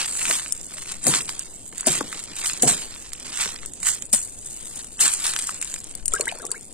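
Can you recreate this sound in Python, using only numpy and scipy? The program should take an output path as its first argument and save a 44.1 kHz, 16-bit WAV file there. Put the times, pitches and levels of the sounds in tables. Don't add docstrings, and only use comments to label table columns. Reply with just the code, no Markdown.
import sys
import numpy as np
from scipy import signal
from scipy.fft import rfft, irfft, next_fast_len
from scipy.io import wavfile
from scipy.ndimage import uniform_filter1d, minimum_filter1d, map_coordinates

SR = 44100
rng = np.random.default_rng(int(sys.argv[2]) if len(sys.argv) > 2 else 0)


def elevation(decibels):
    levels = np.asarray(decibels, float)
    return 10 ** (levels / 20)


def generate_wav(signal):
    frames = np.transpose(np.atleast_2d(signal))
    scaled = np.clip(frames, -1, 1) * 32767
    pcm = np.round(scaled).astype(np.int16)
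    wavfile.write(sys.argv[1], SR, pcm)


N = 296793

# f/Hz, gain/dB
LEAF_BODY = [(300, -34), (800, -7), (1100, -3), (2400, -0.5), (4500, 2), (6000, -3), (9000, -36)]


def unit(x):
    return x / np.sqrt(np.mean(x ** 2) + 1e-20)


def along(points, hz):
    f, value = np.transpose(points)
    return np.interp(np.log(hz + 1), np.log(f + 1), value)


def curves(rows):
    s, *columns = np.transpose(rows)
    return [np.interp(np.arange(N) / SR, s, column) for column in columns]


def wobble(rate):
    knots = rng.standard_normal(int(N * rate / SR) + 4)
    return map_coordinates(knots, [np.arange(N) * rate / SR])


def filtered(x, response):
    size = 2 * next_fast_len(N // 2 + 4096)
    hz = np.fft.rfftfreq(size, 1 / SR)
    return irfft(rfft(x, size) * response(hz), size)[..., :N]


def crisp(hz, edge_hz=6100):
    return 1 / (1 + (edge_hz / (hz + 1)) ** 5)


def shape(points):
    return lambda hz: elevation(along(points, hz))


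def sides(pan_db):
    return np.array([elevation(pan_db / 2), elevation(-pan_db / 2)])


def pair(colour):
    # f/Hz, likeness 0..1
    likeness = [(30, 0.46), (150, 0.79), (600, 0.61), (1500, 0.45), (4000, 1), (9000, 0.37)]

    def mid_and_side(hz):
        angle = np.arccos(np.clip(along(likeness, hz), -1, 1)) / 2
        return colour(hz) * [np.cos(angle), np.sin(angle)]

    mid, side = filtered(rng.standard_normal((2, N)), mid_and_side)
    return unit(np.array([mid + side, mid - side]))


def swell(s, db, rise, fall):
    t = np.arange(N * 1000 // SR + 1) / 1000 - s
    return elevation(2 * (db - 20 * np.maximum(-t / rise, t / fall)))


def sample_db(power):
    return np.interp(np.arange(N) / SR, np.arange(len(power)) / 1000, 10 * np.log10(power))


def effort():
    # t/s, crackle level/dB, body against crisp/dB
    shuffle = [(0, -44, -14), (1.02, -49, -14), (1.66, -48.5, -22), (1.8, -43, -5), (2.3, -46, -2),
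               (2.85, -42, -3), (3.1, -46, -7), (3.65, -45.5, -7), (3.77, -49, -19), (4.03, -42, -9),
               (4.11, -50, -16), (4.45, -40, -17.5), (4.73, -41, -12), (4.9, -47, -13), (5.62, -40, -9),
               (6.05, -50, -8), (6.73, -48, -15)]
    # t/s, crackle level/dB, body against crisp/dB, 20 dB fall/s
    stamps = [
        (0, -29, -1, .16),
        (1.865, -20, -16, .05),
        (1.875, -25, -7, .19),
        (2.625, -15, -17, .05),
        (4.131, -17, -14, .06),
        (4.15, -26, -17, .15),
    ]
    # peak t/s, crackle level/dB, body against crisp/dB, 20 dB rise/s, 20 dB fall/s
    scuffs = [(.18, -30.5, -12, .25, .5), (.292, -22, -6.5, .1, .17), (.735, -39.5, -6, .1, .35),
              (.915, -36, -6, .15, .11), (1.08, -19.5, -11.5, .045, .15), (1.145, -26, 0, .1, .07),
              (1.29, -38, -6, .2, .35), (2.2, -41, -6, .2, .25), (2.386, -33, -10, .07, .12),
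              (2.459, -30, -6.5, .1, .25), (2.679, -19.5, -6.5, .012, .13), (3.419, -30.5, -2.5, .23, .17),
              (3.884, -18.5, -10, .06, .08), (4.796, -37.5, -8, .15, .07), (5.01, -18.5, -8, .022, .12),
              (5.135, -25.5, -11, .08, .06), (5.263, -31, -3, .15, .15), (5.393, -34, -5, .2, .15),
              (5.491, -35, -12, .5, .04), (6.149, -34.5, -10, .05, .06), (6.207, -35.5, -6, .06, .04),
              (6.29, -42, -1, .1, .15), (5.065, -28, -1, .07, .035), (5.045, -26, -12, .06, .06),
              (1.96, -32, -3, .1, .06), (1.8, -40, -4, .06, .08)]
    stamp_rise_s = .004
    moves = scuffs + [(s, db, body_db, stamp_rise_s, fall) for s, db, body_db, fall in stamps]
    powers = np.array([swell(s, db, rise, fall) for s, db, _, rise, fall in moves])
    body_share = elevation(2 * np.array(moves)[:, 2])
    level_db, body_db = curves(shuffle)
    top = elevation(2 * level_db) + elevation(2 * sample_db(powers.sum(axis=0)))
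    body = elevation(2 * (level_db + body_db)) + elevation(2 * sample_db(body_share @ powers))
    return 10 * np.log10(top), 10 * np.log10(body / top)


def crackle(rate, spread_db, life):
    chance, size = rng.random(N), rng.exponential(1, N)
    power = (chance < rate / SR) * elevation(2 * spread_db * np.minimum(size, 3))
    decayed = signal.lfilter([1], [1, -np.exp(-1 / (life * SR))], power)
    return unit(np.sqrt(np.abs(decayed)))


def rustle():
    # t/s, left-right/dB
    place = [
        (0, 0),
        (1.12, .1),
        (1.5, -.4),
        (2.57, -.2),
        (3.94, -1),
        (4.05, .5),
        (6.73, .3),
    ]
    level_db, body_db = effort()
    pan_db = curves(place)[0]
    grains = crackle(rate=600, spread_db=4, life=.0008)
    ribs = crackle(rate=160, spread_db=4, life=.0015)
    rush = .32 + elevation(level_db + 27)
    total = np.sqrt(1 + rush ** 2)
    rush, grains, ribs = rush / total, grains / total, ribs / total
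    top = unit(pair(crisp) * (rush + grains) * elevation(wobble(70)))
    body = unit(pair(shape(LEAF_BODY)) * (rush + .6 * grains + .7 * ribs) * elevation(wobble(60)))
    clumps_db = 1.1 * wobble(22)
    top = sides(4.7 * pan_db - 3.4) * top
    body = sides(.4 * pan_db) * elevation(body_db + 1.96) * body
    return elevation(level_db + clumps_db + 10.5) * (top + body)


def snaps():
    # t/s, peak level/dB, body against crisp/dB, left-right/dB
    big_leaves = [(.5225, -9, -18.5, 4), (.9195, -14.5, -22, 1), (1.041, -14, -20, 7), (1.068, -2, -17, 7),
                  (1.1482, -8.5, -18, -1.5), (1.2923, -14, 3, -8), (1.3932, -10, -26, -9),
                  (1.7804, -16, -13, -18), (1.8083, -12, -14, 1), (1.8694, -1, -15, 12),
                  (2.4613, -14, 1, -1), (2.482, -13.5, -25, -6), (2.6232, 2, -34, 3.5),
                  (2.6765, -6, -16, -3), (3.1325, -12, -7.5, -7.5), (3.8299, -13, -4, -5),
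                  (3.8631, -11, -5, -1.5), (4.0228, -14, -8, -10), (4.1288, -4, -29, 12),
                  (4.1466, -3, -26, 1.5), (5.0075, -4, -30, -1), (5.0784, -8.5, -32, -20),
                  (5.1372, -12.5, -19, -4), (5.2666, -10, -2, -3.5), (5.3358, -10.5, -5, -6),
                  (5.3632, -13, .5, -1), (5.3887, -8, -5, 0), (5.614, -10, -25, 3.5),
                  (5.7402, -10, -10, 1.5), (5.9514, -14.5, -18, 6.5)]
    # t/s, peak level/dB, body against crisp/dB, left-right/dB
    spits = [(6.0575, -6.5, -22, 4), (6.0802, -6, -23, 6.5), (6.1366, -3.5, -24, 7), (6.196, -16, -9, 2),
             (6.209, -4, -12, -3.5), (6.255, -17, -6, 6.5), (6.28, -13, -20, 5.5), (6.3865, -18, -19, 0),
             (6.4193, -20.5, -14, 6), (6.452, -14, -24, 6.5), (6.4655, -12, -17, -2),
             (6.5158, -11, -15, -2), (6.5154, -10, -20, 2), (6.5791, -24, -18, 1), (6.6524, -24, -23, -2.5)]
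    # t/s, peak level/dB
    flecks = [(.8908, -20), (2.3695, -22), (2.4099, -16), (2.4478, -17), (2.5137, -16), (3.4487, -20),
              (3.802, -18), (4.845, -18), (5.002, -16), (5.6258, -10), (5.842, -16), (5.519, -21),
              (5.911, -22), (5.975, -24), (.968, -22), (.824, -21)]
    # t/s, peak level/dB, left-right/dB
    more_snaps = [(0.0585, -16, -7), (0.253, -7, 2), (0.4809, -18, -5), (0.5232, -1, 4), (0.6127, -17, -10),
                  (0.6305, -19, -4), (0.6649, -19, -4), (0.9208, -13, -3), (1.0804, 0, 4), (1.9327, -16, 0),
                  (2.0094, -15, 3), (2.239, -15, 3), (2.4827, -12, -6), (2.5334, -12, -12), (2.5751, -12, -12),
                  (3.1332, -16, -7), (3.1987, -17, 5), (3.6512, -24, -3), (3.6596, -11, 4), (3.6777, -23, 3),
                  (3.7356, -14, -2), (4.0537, -19, -6), (4.7581, -14, 0), (5.0085, -6, 3), (5.0499, -7, -4),
                  (5.0669, -10, -2), (5.0795, -6, -6), (5.1379, -5, -9), (5.2052, -19, 0), (5.2341, -13, 2),
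                  (5.2684, -11, -8), (5.3182, -14, -3), (5.3371, -12, -5), (5.3628, -13, 2), (5.3898, -10, 2),
                  (5.4224, -11, -5), (5.4709, -8, 0), (5.4961, -15, -3), (5.5427, -16, 3), (5.6459, -13, 11),
                  (5.6982, -19, -8), (5.7608, -16, -10), (5.7888, -16, -5), (5.8029, -17, 0), (5.8943, -25, -4),
                  (5.9519, -11, 2), (6.1197, -17, -3), (6.1506, -8, 7), (6.1618, -14, -1), (6.2093, -9, -6),
                  (6.2267, -18, 6), (6.2564, -16, 4), (6.2889, -18, 0), (6.3155, -19, 0), (6.4199, -21, -1),
                  (6.5052, -15, 4), (6.5528, -22, -2), (6.6099, -22, 0), (6.6297, -22, -2), (6.7263, -22, -3)]
    events = big_leaves + spits
    events = events + [(s, db, -16, 6 * rng.standard_normal()) for s, db in flecks]
    events = events + [(s, db - 1.5, -22, pan_db) for s, db, pan_db in more_snaps]
    top, body = np.zeros((2, N + SR)), np.zeros((2, N + SR))
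    t = np.arange(SR // 16) / SR
    for s, db, body_db, pan_db in events:
        t60 = 0.0067 * elevation(0.2 * db + 2.0)
        fade = elevation(db - 60 * t / t60) * (1 - np.exp(-t / 0.00032))
        shared, own = rng.standard_normal((2, 1, len(t))), rng.standard_normal((2, 2, len(t)))
        bursts = []
        for burst in (shared + 0.29 * own) * fade:
            even = np.linalg.norm(fade) / np.linalg.norm(burst[0])
            bursts.append(burst * even * sides(pan_db)[:, None])
        lag = np.clip(.1 * pan_db + 1.3, -4, 4)
        for ear, sign in enumerate([-1, 1]):
            at = max(round(s * SR) + round(sign * lag), 0)
            top[ear, at:at + len(t)] += bursts[0][ear]
            body[ear, at:at + len(t)] += elevation(body_db) * bursts[1][ear]
    return elevation(8) * filtered(top[:, :N], crisp) + elevation(10.5) * filtered(body[:, :N], shape(LEAF_BODY))


def ticks():
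    # t/s, peak level/dB, f/Hz
    stalks = [(.2154, -20, 2420), (.254, -10, 2390), (.2815, -13, 2500), (.3111, -5, 2730),
              (.396, -13.5, 3790), (1.0672, -10, 4180), (1.138, -17, 2330), (1.2068, -17.5, 2600),
              (1.2915, -19, 4180), (1.7275, -29, 1700), (1.8605, -15, 4300), (1.932, -21, 1540),
              (2.0081, -17.5, 1180), (2.128, -22, 1300), (2.1928, -22, 2270), (2.4463, -15, 3640),
              (2.4988, -12, 3840), (2.6307, -15.5, 2560), (3.4166, -15, 3100), (3.458, -13.5, 1670),
              (3.8698, -19, 1530), (4.9923, -18, 2840), (5.01, -11, 2890), (5.322, -17, 3900),
              (5.337, -22, 1900), (5.3633, -8, 2890), (5.4922, -17, 1190), (5.7417, -19.5, 3730),
              (1.8306, -26, 1500), (1.843, -28, 1550), (.722, -28, 2200), (.783, -28, 1700),
              (.858, -29, 2300), (.825, -29, 1900), (2.1733, -24, 4050), (2.2845, -28, 2480),
              (3.5048, -22, 3280),
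              (0.0595, -27, 3170), (0.1523, -21, 2710), (0.4615, -23, 2500), (0.7068, -32, 1680),
             (1.1388, -5, 3320), (1.1484, -13, 2300), (1.394, -24, 5150), (1.781, -29, 2780),
             (1.797, -24, 3830), (1.8085, -21, 3530), (1.8603, -18, 4350), (2.4981, -11, 3770),
             (2.9407, -22, 3790), (2.9611, -20, 3380), (3.1201, -31, 2890), (3.1516, -28, 2780),
             (3.431, -19, 1790), (3.5618, -19, 4720), (3.5899, -22, 4630), (3.6317, -24, 1850),
             (3.6512, -29, 2430), (4.1462, -18, 5040), (4.845, -29, 4010), (5.0774, -18, 1640),
             (5.6136, -18, 3960), (5.6261, -17, 3600), (5.7267, -31, 2910), (5.7618, -21, 2480),
             (6.0808, -19, 4740), (6.314, -25, 2390)]
    out, t = np.zeros(N + SR), np.arange(SR // 20) / SR
    for s, db, hz in stalks:
        lower_hz = rng.uniform(.55, .75) * hz
        ring = np.sin(2 * np.pi * hz * t) + .7 * np.sin(2 * np.pi * lower_hz * t)
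        puff = 1.41 * uniform_filter1d(rng.standard_normal(len(t)), size=5)
        fade = elevation(-60 * t * hz / 10) * (1 - np.exp(-t / .0002))
        out[round(s * SR):][:len(t)] += elevation(db + 11.5) * fade * (ring + puff)
    return out[:N]


def thuds():
    # t/s, peak level/dB, f/Hz, t60/s
    notes_rung = [(1.071, -16.5, 295, .04), (1.07, -17, 540, .045), (1.066, -20, 660, .03),
                  (1.072, -18, 750, .045), (1.082, -21, 350, .05), (1.089, -19.5, 150, .1),
                  (1.105, -27, 1000, .1), (1.869, -8, 645, .04), (1.87, -14, 255, .055),
                  (1.87, -18, 370, .1), (1.88, -19, 760, .05), (1.895, -20.5, 155, .09),
                  (1.868, -20, 1020, .04), (2.008, -13, 1150, .018), (2.008, -15, 1400, .015),
                  (2.009, -15, 900, .02), (2.009, -15, 500, .02), (2.01, -14, 290, .03),
                  (2.63, -10, 250, .065), (2.63, -11, 500, .05), (2.633, -11, 730, .06),
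                  (2.633, -15, 370, .04), (2.652, -22, 150, .12), (2.676, -19, 250, .04),
                  (2.678, -20, 720, .1), (2.676, -22, 930, .04), (4.132, -21, 228, .057),
                  (4.134, -21, 590, .04), (4.134, -21, 790, .04), (.3, -19, 653, .03), (.3, -25, 1060, .02),
                  (3.457, -30, 200, .056), (3.457, -31, 430, .05), (3.457, -31, 560, .05),
                  (4.69, -42, 720, .06), (.76, -37, 620, .06)]
    rise, sag = .08, .05
    out, t = np.zeros(N + SR), np.arange(SR // 3) / SR
    for s, db, hz, t60 in notes_rung:
        pitch = hz * (1 + sag * (.3 - np.minimum(3 * t / t60, 2)))
        fade = elevation(db + 7 - 60 * t / t60) * (1 - np.exp(-t / (rise * t60)))
        out[round(s * SR):][:len(t)] += fade * np.sin(2 * np.pi * np.cumsum(pitch) / SR)
    return out[:N]


def bubbles():
    # t/s, peak level/dB, start f/Hz, rise as a share, t60/s
    pockets = [(6.12, -28, 3320, 0.046, 0.022), (6.137, -21, 1150, .6, .055), (6.125, -34, 2300, .05, .02),
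               (6.172, -33, 2100, .1, .03), (6.197, -23, 560, .02, .035), (6.213, -32, 1050, .05, .03),
               (6.235, -35, 1250, .1, .03), (6.268, -31, 900, .05, .04), (6.289, -25, 2250, .2, .06),
               (6.29, -20, 2900, .03, .02), (6.383, -37, 900, .05, .04), (6.4, -40, 500, .3, .05),
               (6.428, -34, 1250, .05, .025), (6.43, -37, 3700, .03, .02), (6.445, -35, 850, .08, .05),
               (6.472, -37, 3600, .03, .02), (6.506, -38, 1600, .05, .03), (6.516, -22, 4700, .02, .02),
               (6.554, -36, 1800, .2, .04), (6.591, -37, 4500, .02, .02), (6.137, -31, 430, -.05, .05),
               (6.162, -20.5, 1560, .1, 0.045), (6.188, -29, 1140, .1, .04), (6.198, -26, 390, .06, .055),
               (6.219, -33, 420, .15, .05), (6.21, -16.5, 4330, 0.059, 0.026),
               (6.211, -16, 2300, 0.06, 0.013), (6.256, -30, 3920, 0.028, .025), (6.27, -26, 1500, .5, .05),
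               (6.278, -24, 2030, .15, .05), (6.288, -13, 3720, 0.06, 0.017),
               (6.314, -28, 2370, .05, 0.026), (6.322, -35, 835, .05, 0.093),
               (6.4, -33.5, 1490, 0.164, .05), (6.439, -31.5, 1170, .05, 0.033),
               (6.487, -41, 1350, 0.043, 0.063), (6.517, -34, 2310, 0.036, 0.038),
               (6.521, -39.5, 940, 0.17, 0.08), (6.543, -26, 1456, 0.37, 0.041),
               (6.56, -35, 2100, 0.19, 0.05)]
    swarm = []
    for when, loud, high, climb in rng.random((260, 4)):
        hz = 330 * 11 ** high
        swarm.append((6.12 + 0.46 * when ** 1.5, -51 + 12 * loud, hz, .5 * climb, 22 / hz))
    flutter_db, stray = 3 * wobble(200), .03 * wobble(200)
    out, length = np.zeros(N + SR), SR // 5
    for s, db, hz, rise, t60 in pockets + swarm:
        start = round(s * SR)
        at = slice(start, min(start + length, N))
        t = np.arange(at.stop - at.start) / SR
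        pitch = hz * (1 + rise * 3 * t / t60 + stray[at])
        fade = elevation(db + 9 + flutter_db[at] - 60 * t / t60) * (1 - np.exp(-t / .0012))
        out[at] += fade * np.sin(2 * np.pi * np.cumsum(pitch) / SR)
    return out[:N]


def ground():
    presses = [
        (0, -48, .1, .8),
        (.3, -39.5, .15, .12),
        (1.085, -30.5, .05, .2),
        (1.88, -37, .05, .3),
        (2.01, -40, .1, .14),
        (2.645, -27.5, .02, .17),
        (5.04, -43, .12, .12),
    ]
    # f/Hz, gain/dB
    soil = [(60, -30), (120, -3.5), (250, -0.5), (700, -7.5), (1000, -14), (2000, -36)]
    rest_db = -51.5
    level_db = sample_db(elevation(2 * rest_db) + sum(swell(*row) for row in presses))
    return elevation(level_db + 6) * unit(pair(shape(soil)) * elevation(2.3 * wobble(45)))


def wind():
    # t/s, level/dB
    strength = [
        (0, -56),
        (2.5, -57.5),
        (2.7, -53.5),
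        (5.53, -59.5),
        (6.11, -45),
        (6.21, -56),
        (6.73, -61),
    ]
    # f/Hz, gain/dB
    gust = [(8, 9), (20, -6.5), (40, 0), (80, -12.5), (200, -66.5)]
    return elevation(curves(strength)[0] + 13.5) * unit(pair(shape(gust)) * elevation(1.1 * wobble(5.3)))


def river():
    # f/Hz, gain/dB
    hum = [(18, -39), (30, -9), (104, 4.5), (250, -5.5), (409, -6), (455, -68.5), (1750, -47), (2470, -12),
           (5000, -11), (6500, -50), (11000, -120)]
    return elevation(-49 + wobble(3.2)) * pair(shape(hum))


def scatter(x, t60):
    t = np.arange(SR // 4) / SR
    tail = rng.standard_normal((2, len(t))) * elevation(-60 * t / t60)
    return signal.fftconvolve(x, tail / np.linalg.norm(tail[0]), axes=1)[:, :N]


def scene():
    hits = snaps() + filtered(ticks(), lambda hz: crisp(hz, edge_hz=1060))
    hits = hits + elevation(-9) * scatter(hits, t60=0.074)
    water = bubbles()
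    bucket = water + elevation(-4) * scatter(water[None].repeat(2, axis=0), t60=.07)
    return rustle() + hits + thuds() + bucket + ground() + wind() + river()


def causal(gain):
    cepstrum = irfft(np.log(gain + 1e-6))
    half = cepstrum.shape[-1] // 2
    cepstrum[..., 1:half] *= 2
    cepstrum[..., half + 1:] = 0
    return np.exp(rfft(cepstrum))


def ports(x):
    # f/Hz, gain/dB
    mic = [(20, -4.5), (4500, -8.5), (6000, -5.5), (7400, 4), (9060, 1), (10300, -13.5), (14300, -22),
           (15900, -36), (16500, -74)]
    # f/Hz, left-right/dB
    difference = [(60, 6), (400, 6.5), (1300, 2), (4400, 0), (6800, -1), (7800, -1.5), (8800, 8.5),
                  (11000, 9.5), (15000, 0.5)]
    delay_s = np.array([[6e-5], [0]])

    def response(hz):
        gain = elevation(along(mic, hz)) * sides(along(difference, hz))
        return causal(gain) * np.exp(-2j * np.pi * hz * delay_s)

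    return filtered(x, response)


def thin_out(x, size, step_db, quiet_db, odds):
    # f/Hz, share
    loss = [(2000, 0), (3000, .1), (6000, .14), (6900, 0), (9400, 0), (10200, .3), (13000, .25),
            (15000, .5)]
    hz, t, z = signal.stft(x, SR, nperseg=size)
    hz = hz[:, None]
    cells = (len(hz) // 6 + 1, len(t) // 4 + 1)

    def spread(v):
        return np.repeat(np.repeat(v, 6, axis=0), 4, axis=1)[:len(hz), :len(t)]

    power = (np.abs(z) ** 2).sum(axis=0)
    level_db = 10 * np.log10(uniform_filter1d(power, size=6, axis=0) + 1e-20)
    loudest_db = -minimum_filter1d(-level_db, size=15, axis=1)
    chosen = spread(rng.random(cells)) < odds * along(loss, hz)
    lost = chosen & (level_db < loudest_db - quiet_db)
    uneven = elevation(step_db * spread(rng.standard_normal(cells)) * (hz > 1500))
    return signal.istft(z * uneven * np.where(lost, .003, 1), SR, nperseg=size)[1][:, :N]


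def roll_off(x):
    return signal.sosfilt(signal.butter(12, 16450, fs=SR, output="sos"), x)


def record(dry):
    x = ports(dry)
    x = x / (1 + np.abs(x / .85) ** 4) ** (1 / 4)
    x = thin_out(x, size=256, step_db=0, quiet_db=10, odds=4.5)
    x = thin_out(x, size=1024, step_db=1.8, quiet_db=2, odds=1.7)
    return roll_off(x)


dry = scene()
out = record(dry)
generate_wav(out)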